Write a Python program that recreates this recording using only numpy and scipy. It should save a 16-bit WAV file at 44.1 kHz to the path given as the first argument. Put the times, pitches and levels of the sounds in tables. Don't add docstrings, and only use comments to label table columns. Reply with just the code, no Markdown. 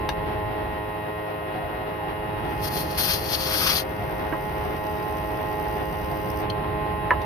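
import sys
import numpy as np
from scipy import signal
from scipy.fft import rfft, irfft
from scipy.io import wavfile
from scipy.ndimage import map_coordinates

SR = 44100
rng = np.random.default_rng(int(sys.argv[2]) if len(sys.argv) > 2 else 0)


def inscribe(sig):
    pcm = np.round(np.clip(np.atleast_2d(sig).T, -1, 1) * 32767)
    wavfile.write(sys.argv[1], SR, pcm.astype(np.int16))


N = 319725
TIME = np.arange(N) / SR
FREQS_HZ = np.fft.rfftfreq(N, 1 / SR)
OPEN_S, SPENT_S, FREE_S = 2.585, 3.78, 6.397
SHAFT_HZ = 105.2

# pitch_hz, relative_db
JET_COLOUR = [(5000, -10.5), (8000, -9), (9200, -2), (10000, 5), (11200, 0.5), (12300, 6), (13300, -2.5),
              (14500, -7)]
GAP_COLOUR = [(2000, -10), (3000, -2.5), (3500, -4), (3850, -8), (4200, 0), (4600, -5), (5100, -6),
              (5600, -9), (6400, -3), (8000, -8), (10000, -54)]
SPLUTTER_COLOUR = [(400, -10), (800, -16), (1150, -1), (1600, -4), (2100, -6), (2600, -5), (3300, -12.5),
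                   (4500, -14.5)]
# time_s, shift_percent
GLOVE_TUNING = [(2.619, 1), (2.78, -2.5), (3.049, -1.7), (3.329, -1), (3.5, .5), (3.68, 2), (3.83, -4.5)]


def gas_bursts():
    jet_flow, gap_flow, wet_flow = seal_flow()
    jet = gas_noise(JET_COLOUR, flutter_db=0.5, flutter_hz=70, spit_db=-6)
    gap = gas_noise(GAP_COLOUR, flutter_db=2, flutter_hz=60, spit_db=-19)
    gap = retune(gap, GLOVE_TUNING) + amp(-5) * gap_whistle()
    splutter = gas_noise(SPLUTTER_COLOUR, flutter_db=3, flutter_hz=60, spit_db=7)
    return jet_flow * jet + amp(-3.5) * gap_flow * gap + amp(-0.5) * wet_flow * splutter


# start_s, rise_s, hold_s, shut_s, jet_db, gap_offset_db, wet_offset_db, whistle_hz
SPURTS = [(2.608, 0.04, 0.037, .016, -34.5, -1.5, -7, 4950),
          (2.692, 0.063, 0.06, .05, -33.5, -4.5, -10, 4270), (2.902, .008, .006, .025, -42, -8, -3, 4250),
          (2.972, .011, 0.07, .06, -26, -1.5, -12, 4230), (3.055, 0.036, 0.048, .075, -28, 0.5, -11, 4450),
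          (3.27, .045, .035, .04, -34, -2, -8, 4500), (3.317, .02, 0.014, .016, -38, 14, -4, 4470),
          (3.375, .035, .1, .04, -42, 7.5, -2, 4540), (3.51, 0.03, 0.15, .06, -31, 0, -5, 4580),
          (3.6, .035, .04, .05, -35, -2, -3, 4850), (3.688, 0.012, 0.016, .03, -35, 9, -6, 4800),
          (3.735, .02, .02, .04, -34, 5.5, -7, 4620), (3.765, .015, .015, .04, -40, 6, -7, 4350)]
# middle_s, length_s, level_db
GULPS = [(2.996, 0.06, -31), (3.095, 0.063, -28.5), (3.144, 0.053, -31), (3.314, .03, -41),
         (3.34, .035, -41), (3.52, 0.039, -31), (3.549, 0.039, -28.5), (3.623, 0.06, -30),
         (3.671, 0.057, -25.5), (3.706, 0.045, -26.5), (3.748, 0.037, -34)]


def seal_flow(opening_db_per_s=19, sag_db_per_s=2):
    widening_db = -51 + opening_db_per_s * (np.minimum(TIME, SPENT_S) - OPEN_S)
    leak = envelope(OPEN_S, 0.017, SPENT_S) * amp(widening_db)
    power = np.outer(amp([0, 0, -4.5]), leak) ** 2
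    for start_s, rise_s, hold_s, shut_s, jet_db, gap_offset_db, wet_offset_db, _ in SPURTS:
        peak_s = start_s + rise_s
        sag_db = sag_db_per_s * np.maximum(TIME - peak_s, 0)
        spurt = envelope(start_s, rise_s, peak_s + hold_s, shut_s) * amp(jet_db - sag_db)
        power += np.outer(amp([0, gap_offset_db, wet_offset_db]), spurt) ** 2
    for middle_s, length_s, level_db in GULPS:
        gulp = np.cos(np.pi * np.clip((TIME - middle_s) / length_s, -0.5, 0.5))
        power[2] += (amp(level_db) * gulp) ** 2
    return np.sqrt(power)


def gap_whistle():
    held_pitches = [(time_s, hz) for start_s, rise_s, hold_s, *_, hz in SPURTS
                    for time_s in (start_s + rise_s / 2, start_s + rise_s + hold_s / 3)]
    breath = gas_noise(GAP_COLOUR, flutter_db=0.5, flutter_hz=60, spit_db=3)
    whistle = resonate(breath, over_time(held_pitches), width_hz=260)
    return whistle / np.std(whistle.mean(0))


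# pitch_hz, relative_db
SEEP_COLOUR = [(2500, -25), (4200, -9.5), (4950, -0.5), (5400, -9), (5900, 3), (6700, -11), (8500, 0.5),
               (11000, -3), (12200, 6.5), (14300, -2)]


def gas_seep(bubbles_per_s=70, spread_db=3.5, growth_db_per_s=1.66):
    bubble_count = np.cumsum(bubbles_per_s * (1 + 0.025 * wander(9))) / SR
    bubble_size = amp(spread_db * rng.standard_normal(N))[bubble_count.astype(int)]
    sputter = unit(1 + 1.25 * bubble_size * np.sin(np.pi * bubble_count) ** 4)
    first_weep = envelope(2.34, 0.19, OPEN_S) * amp(-52)
    leak = envelope(SPENT_S, 0.045, FREE_S) * amp(-52 + growth_db_per_s * (TIME - SPENT_S))
    last_puff = envelope(FREE_S - 0.019, 0.019, FREE_S) * amp(-42.5)
    hiss = gas_noise(SEEP_COLOUR, flutter_db=1.2, flutter_hz=90, spit_db=2, spits_per_s=760)
    return (first_weep + np.hypot(leak, last_puff)) * sputter * hiss


# pitch_hz, width_hz, boost_db
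HOLLOWS = [(2750, 200, 2), (3260, 130, 9), (3580, 260, 6.5), (3990, 60, 6.5), (4240, 130, 6.5),
           (4570, 170, 11.5), (4930, 120, 8), (5120, 88, 10.5), (5520, 140, 12.5), (9900, 300, -6.5),
           (11100, 400, 4), (12400, 200, -8), (13080, 200, -2), (14270, 310, 3.5)]
# pitch_hz, likeness
GAS_LIKENESS = [(1500, .62), (3000, .42), (3800, .5), (4600, .82), (5300, .74), (6000, .42), (7500, .25),
                (13000, .18)]


def gas_noise(colour, flutter_db, flutter_hz, spit_db, spits_per_s=700, right_lag_s=0.00018):
    spits = (rng.random(N) < spits_per_s / SR) * np.minimum(rng.exponential(1, N), 3)
    strength = amp(flutter_db * wander(flutter_hz)) * (1 + amp(spit_db) * spits)
    jet = stereo_noise(colour, GAS_LIKENESS, strength, 2 * np.pi * FREQS_HZ * right_lag_s)
    boost_db = sum(db / (1 + (2 * (FREQS_HZ - hz) / width_hz) ** 2) for hz, width_hz, db in HOLLOWS)
    jet = irfft(rfft(jet) * amp(boost_db), N)
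    return jet / np.std(jet.mean(0))


RINGS = { "tap": [(915, 13, 0.0076), (1640, -0.5, 0.033), (2040, 1.5, 0.014), (2790, -11, 0.03),
         (2840, -6, 0.045), (3750, 2, 0.018), (4250, -1.5, 0.014), (4690, -3.5, 0.017), (5400, -8, 0.017),
         (5850, -7.5, 0.021), (12200, -15, .012)], "can": [(3160, 6.5, 0.03), (4210, 4.5, 0.034),
         (4615, -3, 0.025), (5700, -13, 0.02), (6350, -19, .02), (8950, -22, .012)],
         "valve": [(1520, -3, 0.011), (1695, -3, 0.06), (1785, 0, 0.05), (1925, -2, 0.022),
         (2305, -24, 0.05), (2746, -24, 0.06), (2972, -24, 0.08), (4200, -32, 0.044)],
         "panel": [(564, -8, 0.12), (750, -12, .06), (940, -5, 0.024), (1001, -2, 0.07), (1076, -4.5, 0.1),
         (1265, -6, 0.06)], "hose": [(321, 5, 0.1), (643, 2, .06), (1130, -10, 0.091), (1590, 0.5, 0.067),
         (1900, -6, 0.085), (2200, -4, 0.02), (2910, -12, 0.049)], }
CONTACT_S = {"tap": 0.00028, "can": .0009, "valve": 0.00042, "panel": .0008, "hose": 0.00059}
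# start_s, level_db, left_minus_right_db, crack_offset_db, echo_offset_db, object_name
KNOCKS = [(0.09, -14.5, 6.5, -17, -4, "tap"), (0.0923, -30, 14, 2, -6, "tap"),
          (4.062, -44, 4, -16, -9, "hose"), (4.088, -30.5, 2, -22, -5, "hose"),
          (4.3243, -17, -5, -36, -6, "hose"), (4.3314, -27, 1, -25, -5, "valve"),
          (4.334, -22.5, 0, -30, -5, "panel"), (6.4995, -23, 11, -16, -11, "can"),
          (6.5025, -28.5, 18, -14, -11, "can"), (7.1069, -4.5, -1, -33, -9, "valve"),
          (7.1096, -11, -4, -31, -10, "panel"), (7.1156, -15, 6, -29, -7, "panel"),
          (7.1211, -20, 4, -23, -7, "valve"), (7.1216, -25, 3, -29, -8, "panel"),
          (7.135, -22, -2, -32, -10, "panel"), (7.217, -32.5, 9, -5, 0, "tap")]


def knocks(crack_s=0.00069, echo_s=0.084, samples=8000):
    out, t = np.zeros((2, N)), np.arange(samples) / SR
    for start_s, level_db, pan_db, crack_offset_db, echo_offset_db, object_name in KNOCKS:
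        ring = sum(amp(db - 60 * t / ring_s) * np.sin(2 * np.pi * hz * t)
                   for hz, db, ring_s in RINGS[object_name])
        ring *= 1 - np.exp(-(t / CONTACT_S[object_name]) ** 2)
        crack = amp(crack_offset_db) * rng.standard_normal(samples) * np.exp(-t / crack_s)
        blow = ring / abs(ring).max() + crack
        scatter = rng.standard_normal((2, samples)) * amp(-60 * t / echo_s) * (t > 0.002)
        scatter /= np.linalg.norm(scatter, axis=1, keepdims=True)
        echo = signal.fftconvolve(blow[None], scatter, axes=1)[:, :samples]
        add(out, start_s, amp(level_db) * pan(pan_db) * (blow + amp(echo_offset_db) * echo))
    return out


# start_s, length_s, start_hz, end_hz, level_db
SQUEAKS = [(1.396, 0.063, 696, 690, -40), (1.508, 0.13, 722, 784, -35), (1.59, 0.096, 668, 723, -35.5),
           (1.694, 0.1, 728, 740, -36), (1.99, 0.083, 798, 817, -36.5), (2.05, 0.037, 810, 720, -34),
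           (3.978, 0.084, 724, 696, -36), (6.093, 0.067, 680, 706, -38)]


def squeaks():
    out = np.zeros((2, N))
    for start_s, length_s, start_hz, end_hz, level_db in SQUEAKS:
        pitch_hz = np.linspace(start_hz, end_hz, round(length_s * SR))
        tone = np.sin(2 * np.pi * np.cumsum(pitch_hz) / SR) * np.hanning(len(pitch_hz))
        add(out, start_s, amp(level_db) * pan(0) * np.sqrt(2) * tone)
    return out


# left_db, right_db, left_lead_rad
HARMONICS = [(-45, -43, 0.1), (-56, -61, -0.2), (-46, -40, 1.3), (-39, -40, 0.8), (-41, -40, 1.5),
             (-39, -39, 1.1), (-50, -46, 1.0), (-44, -34, 0.2), (-49, -44, 0.3), (-46, -39, 1.2),
             (-53, -55, -0.1), (-47, -47, -2.3), (-54, -57, 0.3), (-48, -50, 2.7), (-51, -57, -2.2),
             (-65, -54, 2.2), (-52, -52, 1.1), (-45, -48, 0.8), (-61, -55, 1.2), (-49, -58, -0.1),
             (-54, -56, -2.4), (-57, -58, 1.8), (-60, -66, 2.3), (-53, -55, -0.7), (-53, -64, 0.4),
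             (-59, -57, 1.0), (-52, -63, -0.4), (-66, -69, 0.5), (-60, -71, -0.5), (-60, -67, -2.9),
             (-64, -65, -1.5), (-61, -73, -0.8)]
# time_s, relative_db
PUMP_SWELL = [(0, -1), (.7, -2.5), (1.3, -4.5), (2.7, -2), (3.45, -6), (3.8, -9), (4.25, -1.5), (4.9, 1.5),
              (5.55, 1), (6, -1), (7.25, 2.5)]
SWELL_SHARES = {2: 0.68, 4: 0.29, 5: -0.63, 6: 0.67, 8: 1, 10: 0.78}
# time_s, extra_left_minus_right_db
SIDE_DRIFT = [(0, 5), (1.5, 5), (2.7, -1.5), (3.8, 13.5), (4.7, 3), (5.7, -1), (6.5, -4), (7.25, -7)]


def compressor(trim_db=-0.6, waver_db=1.24, flutter=0.18, smear_rad=0.24, drifting_harmonic=6):
    shaft_angle = 2 * np.pi * np.cumsum(SHAFT_HZ + 0.0323 * wander(0.62)) / SR + 0.021 * wander(3.7)
    pump_db, drift_db = over_time(PUMP_SWELL), over_time(SIDE_DRIFT)
    pump_db -= pump_db.mean()
    out = np.zeros((2, N))
    for number, (left_db, right_db, lead_rad) in enumerate(HARMONICS, 1):
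        swell = amp(waver_db * wander(0.41) + pump_db * SWELL_SHARES.get(number, 0))
        swell *= 1 + flutter * wander(18)
        phase = number * (shaft_angle + smear_rad * rng.standard_normal())
        tone = np.array([amp(left_db) * np.sin(phase + lead_rad), amp(right_db) * np.sin(phase)])
        out += swell * tone * pan(drift_db if number == drifting_harmonic else 0)
    return np.sqrt(2) * amp(trim_db) * out


# pitch_hz, relative_db
RUMBLE_COLOUR = [(15, -78.5), (30, -66), (50, -54.5), (72, -51.5), (110, -57), (170, -57), (230, -65.5),
                 (400, -102.5)]
FAN_COLOUR = [(150, -81), (260, -65.5), (380, -59.5), (480, -65), (600, -68), (770, -62), (900, -69),
              (1100, -71.5), (1400, -75), (1950, -74.5), (2400, -81), (3250, -85), (3700, -89.5),
              (5400, -102), (6500, -116)]
# time_s, relative_db
RUMBLE_SWELL = [(0, 1.5), (.4, 2.5), (.65, -2), (.9, -5), (1.35, -12), (1.65, -1), (2.02, -9.5),
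                (2.2, -1.5), (2.62, 2), (3.2, -1), (3.93, -2.5), (4.02, 2.5), (4.13, -0.5), (5.5, -0.5),
                (5.9, 1.5), (7.25, 2)]
# pitch_hz, likeness
BACKGROUND_LIKENESS = [(30, 0.48), (70, 0.86), (130, 0.96), (400, 0.56), (800, 0.61), (1500, 0.0034),
                       (4000, 0.049)]
# pitch_hz, left_lead_rad
FAN_LEAD = [(280, 0.11), (420, 0.79), (490, 2.44), (600, 1.25), (850, 0.56), (950, 1.5), (1150, 2),
            (1300, 3.25)]


def engine_bay(throb_depth=0.15, gust_db=2.07, fan_share=0.22):
    swell_db = over_time(RUMBLE_SWELL)
    throb = (1 + throb_depth * np.sin(2 * np.pi * SHAFT_HZ * TIME)) * amp(gust_db * wander(13))
    rumble = stereo_noise(RUMBLE_COLOUR, BACKGROUND_LIKENESS)
    fan = stereo_noise(FAN_COLOUR, BACKGROUND_LIKENESS, throb, over_pitch(FAN_LEAD))
    return amp(swell_db - 1.5) * rumble + amp(fan_share * swell_db - 0.28) * fan


# pitch_hz, level_db, left_minus_right_db
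MACHINERY_TONES = [(75.6, -54.5, -3), (144.7, -52, 3.5), (165.2, -48, -0.5), (957, -48, -3),
                   (3797, -67, 2.5), (3915, -68, 6), (9090, -74.5, 19.5), (9600, -74, 2.5),
                   (10340, -73, 9.5), (10940, -73, 17.5), (11700, -73.5, 16.5)]


def machinery_tones(waver_db=2.2, drift_hz=1.0, right_lag_s=0.000291):
    out = np.zeros((2, N))
    uncovered_db = 1.5 * np.clip((TIME - FREE_S) / 0.2, 0, 1)
    for pitch_hz, level_db, pan_db in MACHINERY_TONES:
        cycles = np.cumsum(pitch_hz + drift_hz * wander(3.5)) / SR
        tone = np.sin(2 * np.pi * np.array([cycles + pitch_hz * right_lag_s, cycles]))
        gain = amp(level_db + waver_db * wander(2.2) + uncovered_db * (pitch_hz > 3000))
        out += gain * pan(pan_db) * tone
    return np.sqrt(2) * out


# pitch_hz, relative_db
MICROPHONE_HISS_COLOUR = [(2000, -110), (4500, -99), (5400, -102), (6400, -120), (8200, -118), (9300, -99),
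                          (11500, -100), (14300, -101)]


def microphone_hiss():
    return stereo_noise(MICROPHONE_HISS_COLOUR, BACKGROUND_LIKENESS)


# pitch_hz, left_minus_right_db
LEFT_TREBLE = [(100, 0.5), (700, 0), (1800, 1), (2600, 2.5), (4400, 10), (8000, 7.5), (11500, 9),
               (12500, 19), (13300, 30)]


def stereo_noise(colour, likeness, strength=1, left_lead_rad=0):
    left, separate = rfft(rng.standard_normal((2, N)) * strength)
    shared = np.clip(over_pitch(likeness), -1, 1)
    right = (shared * left + np.sqrt(1 - shared ** 2) * separate) * np.exp(-1j * left_lead_rad)
    treble_fade = 1 / (1 + (FREQS_HZ / (2 * colour[-1][0])) ** 4)
    gain = pan(over_pitch(LEFT_TREBLE)) * amp(over_pitch(colour)) * treble_fade
    return irfft(np.array([left, right]) * gain, N) * np.sqrt(SR / 2)


def envelope(start_s, rise_s, end_s, shut_s=0.069):
    rise = np.clip((TIME - start_s) / rise_s, 0, 1)
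    return rise * np.clip(1 - (TIME - end_s) / shut_s, 0, 1) ** 1.7


def resonate(sound, pitch_hz, width_hz):
    spin = np.exp(2j * np.pi * np.cumsum(pitch_hz) / SR)
    decay = np.exp(-np.pi * width_hz / SR)
    return 2 * (spin * signal.lfilter([1 - decay], [1, -decay], sound / spin)).real


def retune(sound, percent_curve):
    position = np.cumsum(1 + over_time(percent_curve) / 100)
    return np.array([map_coordinates(side, [position], order=3, mode="mirror") for side in sound])


def wander(rate_hz, points=2048):
    hz = np.fft.rfftfreq(points, N / SR / points)
    slow = irfft(rfft(rng.standard_normal(points)) / (1 + (hz / rate_hz) ** 2))
    return np.interp(TIME, np.linspace(0, N / SR, points), unit(slow - slow.mean()))


def over_pitch(points):
    pitch_hz, value = np.transpose(points)
    return np.interp(np.log(FREQS_HZ + 1), np.log(pitch_hz + 1), value)


def over_time(points):
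    return np.interp(TIME, *np.transpose(points))


def amp(db):
    return 10 ** (np.asarray(db) / 20)


def unit(sound):
    return sound / np.sqrt(np.mean(sound ** 2) + 1e-20)


def pan(db):
    return amp(np.array([np.atleast_1d(db), -np.atleast_1d(db)]) / 2)


def add(mix, start_s, sound):
    part = mix[:, round(start_s * SR):][:, :sound.shape[1]]
    part += sound[:, :part.shape[1]]


def scene():
    background = compressor() + machinery_tones() + engine_bay() + microphone_hiss()
    return gas_bursts() + gas_seep() + knocks() + squeaks() + background


def record(dry):
    dip_hz, dip_half_width_hz, dip_db, cutoff_hz = 7347, 614, -22.5, 14570
    dip = amp(dip_db * np.exp(-((FREQS_HZ - dip_hz) / dip_half_width_hz) ** 4))
    coloured = irfft(rfft(dry) * dip, N)
    lowpass = signal.firwin(1023, cutoff_hz, window=("kaiser", 9), fs=SR)
    return signal.oaconvolve(coloured, lowpass[None], "same")


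dry = scene()
out = record(dry)
inscribe(out)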